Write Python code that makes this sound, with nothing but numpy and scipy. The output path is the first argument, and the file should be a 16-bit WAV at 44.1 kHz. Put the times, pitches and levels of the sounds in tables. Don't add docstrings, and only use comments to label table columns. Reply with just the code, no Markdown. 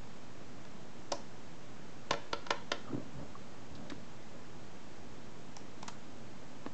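import sys
import numpy as np
from scipy import signal
from scipy.fft import rfft, irfft
from scipy.io import wavfile
from scipy.ndimage import uniform_filter1d

SR = 44100
rng = np.random.default_rng(int(sys.argv[2]) if len(sys.argv) > 2 else 0)


def transcribe(u):
    v = np.clip(np.atleast_2d(u).T, -1, 1)
    q = np.round(v * 32767).astype(np.int16)
    wavfile.write(sys.argv[1], SR, q)


N = 296881
T = np.arange(N) / SR
RING_T = T[:SR // 2]


def amp(db):
    return 10 ** (np.asarray(db) / 20)


def unit(x):
    return x / np.sqrt(np.mean(x ** 2))


def unit_hit(x):
    return x / np.sqrt(np.mean(x[:SR // 100] ** 2))


def add(out, s, x):
    start = int(s * SR)
    out[start:start + len(x)] += x[:N - start]


def bins(x):
    return np.maximum(np.fft.rfftfreq(len(x), 1 / SR), 1)


def curve(hz, points):
    f, db = np.transpose(points)
    return np.interp(np.log(hz), np.log(f), db)


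def shape(x, db):
    cepstrum = irfft(db * np.log(10) / 20, len(x))
    cepstrum[1:len(x) // 2] *= 2
    cepstrum[len(x) // 2:] = 0
    return irfft(rfft(x) * np.exp(rfft(cepstrum)), len(x))


def resonance(hz, centre_hz, width_hz):
    return 1 / (1 + 1j * (hz ** 2 - centre_hz ** 2) / (hz * width_hz))


def ping(hz, centre_hz, width_share):
    return np.abs(resonance(hz, centre_hz, width_share * centre_hz)) ** 2


def scatter(envelope):
    x = envelope * rng.standard_normal(len(envelope))
    for _ in range(4):
        spectrum = rfft(x)
        x = irfft(spectrum / np.abs(spectrum), len(x))
        x = x * envelope / np.sqrt(uniform_filter1d(x ** 2, SR // 500) + 1e-12)
    return x / np.linalg.norm(x)


def clatter(peak_s, first):
    t = RING_T[:4096]
    x = scatter(t / peak_s * np.exp(-t / peak_s))
    x[0] += first
    return np.pad(x / np.linalg.norm(x), (0, len(RING_T) - len(x)))


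def room(x, near_db, near_s, wet_db, t60, treble_db):
    near = scatter((RING_T / near_s) ** 2 * np.exp(-RING_T / near_s))
    build_up = 1 - np.exp(-(RING_T / 0.0058) ** 2)
    tail = scatter(np.exp(-np.log(1000) * RING_T / t60) * build_up)
    colour = curve(bins(tail), [(300, -0.44), (1000, 0.52), (2500, -0.29), (7000, treble_db)])
    echoes = shape(amp(near_db) * near + amp(wet_db) * tail, colour)
    return x + signal.fftconvolve(x, echoes)[:len(x)]


def background(air_db=-52, hum_hz=120, hum_db=-66):
    # frequency in Hz, relative noise density in dB.
    air_colour = [(20, -18), (50, -11.5), (90, -6), (120, -3.5), (150, -3), (240, -1), (305, -4.5),
                  (370, -6.5), (1150, -14.5), (2000, -19.5), (4000, -24.5), (7300, -27.5), (8200, -27),
                  (8800, -28)]
    # frequency in Hz, rms level in dB ahead of the camera's roll-off.
    whine = [(3112, -81), (6223, -83), (6665, -81.5), (7531, -89.5)]
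    air = amp(air_db) * unit(shape(rng.standard_normal(N), curve(bins(T), air_colour)))
    tones = sum(amp(db) * np.sqrt(2) * np.sin(2 * np.pi * (hz * T + rng.random()))
                for hz, db in [(hum_hz, hum_db), *whine])
    return air + tones


def hand_brushes(rise_share=0.29, depth_db=20):
    # frequency in Hz, relative level of the rustle in dB.
    rustle_colour = [(40, -37), (90, -9), (135, 1.5), (190, -0.5), (280, 1), (400, -13.5), (580, -6.5),
                     (800, -20), (1500, -25), (4000, -58)]
    # firmest moment in seconds, seconds spent within depth_db of the peak, peak level in dB.
    strokes = [(2.94, 0.28, -41.5), (3.198, 0.16, -42.5), (3.42, 0.11, -55), (3.809, 0.53, -48),
               (4.347, 0.13, -49.5)]
    grip_db = 2 * np.repeat(rng.standard_normal(N // 200 + 1), 200)[:N]
    tugs = rng.standard_normal(N) * amp(grip_db)
    rustle = unit(shape(tugs, curve(bins(T), rustle_colour)))
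    pressure = np.zeros(N)
    for s, length, db in strokes:
        from_peak = np.maximum((s - T) / rise_share, (T - s) / (1 - rise_share)) / length
        pressure += amp(db - depth_db * from_peak)
    return rustle * pressure


def finger_slips(waver=0.066):
    # start in seconds, length in seconds, pitch in Hz, level in dB.
    squeaks = [(2.853, 0.0088, 1330, -56), (2.872, 0.043, 1260, -56), (2.913, 0.009, 1320, -56),
               (3.352, 0.013, 1160, -48.5)]
    out = np.zeros(N)
    for s, length, pitch_hz, db in squeaks:
        progress = np.linspace(0, 1, int(length * SR))
        drift = unit(uniform_filter1d(rng.standard_normal(N // 100), SR // 500))
        slip_hz = pitch_hz * (1 + waver * drift[:len(progress)])
        swell = np.sin(np.pi * np.sqrt(progress)) ** 2
        add(out, s, amp(db) * unit(swell * np.sin(2 * np.pi * np.cumsum(slip_hz) / SR)))
    return out


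def table_bumps(hard_contact_s=0.00014):
    # start in seconds, level in dB, contact time in seconds.
    blows = [(1.118, -42, 0.0051), (2.108, -42.5, 0.005), (2.931, -36.5, 0.0037), (2.9479, -36, 0.0024),
             (2.977, -39, .0018), (2.997, -45.5, .0018), (3.153, -43.5, 0.0085), (3.71, -52.5, 0.015),
             (3.9202, -39.5, 0.00028), (6.6637, -37.5, 0.00016)]
    # mode frequency in Hz, seconds to decay by 60 dB, weight in dB.
    table_modes = [(78.2, .45, -25.5), (131, 0.22, -14), (293, 0.054, 9.5)]
    out, hz = np.zeros(N), bins(RING_T)
    dull = curve(hz, [(60, -22), (300, 0), (800, 0), (1700, -8), (2200, -17), (4000, -22), (8000, -40)])
    onset = 1 - np.exp(-RING_T / 0.0009)
    for s, db, contact_s in blows:
        ring = sum(amp(mode_db) * np.exp(-(f * contact_s) ** 2 - np.log(1000) * RING_T / t60)
                   * np.sin(2 * np.pi * f * RING_T) for f, t60, mode_db in table_modes)
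        thud = unit_hit(np.gradient(ring * onset))
        tap = unit_hit(shape(clatter(peak_s=0.0013, first=1.3), dull))
        add(out, s, amp(db) * unit_hit(thud + hard_contact_s / contact_s * tap))
    return out


def shell(push):
    # mode frequency in Hz, bandwidth in Hz, gain in dB.
    modes = [(335, 12, -6), (466, 11, 0), (573, 12, 1), (690, 14, -5), (820, 16, -4), (960, 20, -4),
             (1042, 22, 0), (1342, 24, -2), (1680, 16, -8), (1790, 22, -9), (2082, 24, -10),
             (2318, 24, -13), (2490, 18, -14), (2860, 70, -11), (3070, 25, -16), (3410, 35, -15),
             (3668, 35, -13), (4020, 20, -17), (4600, 45, -13), (4840, 35, -16), (5940, 44, -20),
             (6810, 35, -17)]
    hz = bins(push)
    response = sum(amp(db) * resonance(hz, f, width) for f, width, db in modes)
    return irfft(rfft(push) * response, len(push))


def steel_click(length, ping_hz, ping_db, shell_db=5.5):
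    # frequency in Hz, gain of the tick in dB.
    tick_colour = [(150, 4), (600, 6.5), (1100, 2), (2000, 1), (4000, 1), (7200, -4), (8400, -3)]
    hz = bins(RING_T)
    push = clatter(peak_s=length / 2, first=0.79)
    in_room = room(push, near_db=-14.5, near_s=0.0054, wet_db=-8.5, t60=0.37, treble_db=-2)
    tick = shape(in_room, curve(hz, tick_colour))
    return unit_hit(shape(tick + amp(shell_db) * shell(push), ping_db * ping(hz, ping_hz, 0.41)))


def ball_snaps(seat_lag_s=0.0024):
    # start in seconds, level in dB and ping in Hz of the touch, the same two for the seating,
    # length of the seating clatter in seconds.
    snaps = [(0.65, -67, 5000, -56, 1490, 0.002), (1.1186, -42.5, 5350, -35, 5460, 0.0032),
             (3.752, -58.5, 4500, -60, 3480, 0.014), (3.8993, -50.5, 3950, -46, 1840, 0.0061),
             (5.567, -48.5, 5930, -48, 840, 0.0015), (5.828, -54, 5870, -43.5, 900, 0.0016),
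             (5.8799, -47, 6600, -39.5, 1050, 0.0057)]
    out = np.zeros(N)
    for s, touch_db, touch_hz, seat_db, seat_hz, length in snaps:
        add(out, s, amp(touch_db) * steel_click(length / 2, touch_hz, ping_db=16))
        add(out, s + seat_lag_s, amp(seat_db) * steel_click(length, seat_hz, ping_db=13))
    return out


def sculpture_knocks(variation=0.52, shell_db=7):
    # start in seconds, level in dB, treble slope in dB per octave,
    # contact ring in Hz, its boost in dB.
    knocks = [(1.1205, -33, -17.5, 580, 8), (1.1261, -39.5, -15, 1030, 7.5), (2.1083, -26.5, -2, 2900, 0),
              (2.1316, -39, -1, 1300, 4.5), (2.1383, -37, -7, 1020, -2), (2.3303, -30.5, -4.5, 4600, 4),
              (2.4660, -43.5, -3.5, 4600, 1.5), (2.5054, -26.5, -2.5, 1840, 2),
              (2.7170, -29, -3, 3700, 6.5)]
    # frequency in Hz, gain of the crack in dB.
    crack_colour = [(60, -12), (200, -6.5), (350, -6.5), (570, 1), (720, -5.5), (980, 5), (1200, -4.5),
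                    (1380, -0.5), (1550, -4), (1800, -3.5), (2400, -6.5), (3600, -4.5), (6500, -9),
                    (8000, -25)]
    out, hz = np.zeros(N), bins(RING_T)
    treble_octaves = np.log2(np.hypot(1, hz / 1200))
    common_push = clatter(peak_s=0.002, first=0.29)
    for s, db, tilt_db, contact_hz, contact_db in knocks:
        push = common_push + variation * clatter(peak_s=0.0021, first=0)
        in_room = room(push, near_db=-9.5, near_s=0.0031, wet_db=-7.5, t60=0.44, treble_db=-5.5)
        crack = shape(in_room, curve(hz, crack_colour))
        colour = tilt_db * treble_octaves + contact_db * ping(hz, contact_hz, 0.4)
        knock = shape(crack + amp(shell_db) * shell(push), colour)
        add(out, s, amp(db) * unit_hit(knock))
    return out


def scene():
    touches = table_bumps() + finger_slips()
    handling = room(touches, near_db=-17.5, near_s=0.0043, wet_db=-13, t60=0.15, treble_db=-4.5)
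    handling += hand_brushes()
    return (sculpture_knocks() + ball_snaps() + handling + background())[None]


def record(dry):
    top_hz, dc_offset = 8000, 0.013
    low_pass = signal.firwin(91, top_hz, window=("kaiser", 8), fs=SR)
    return signal.fftconvolve(dry, low_pass[None], mode="same") + dc_offset


dry = scene()
out = record(dry)
transcribe(out)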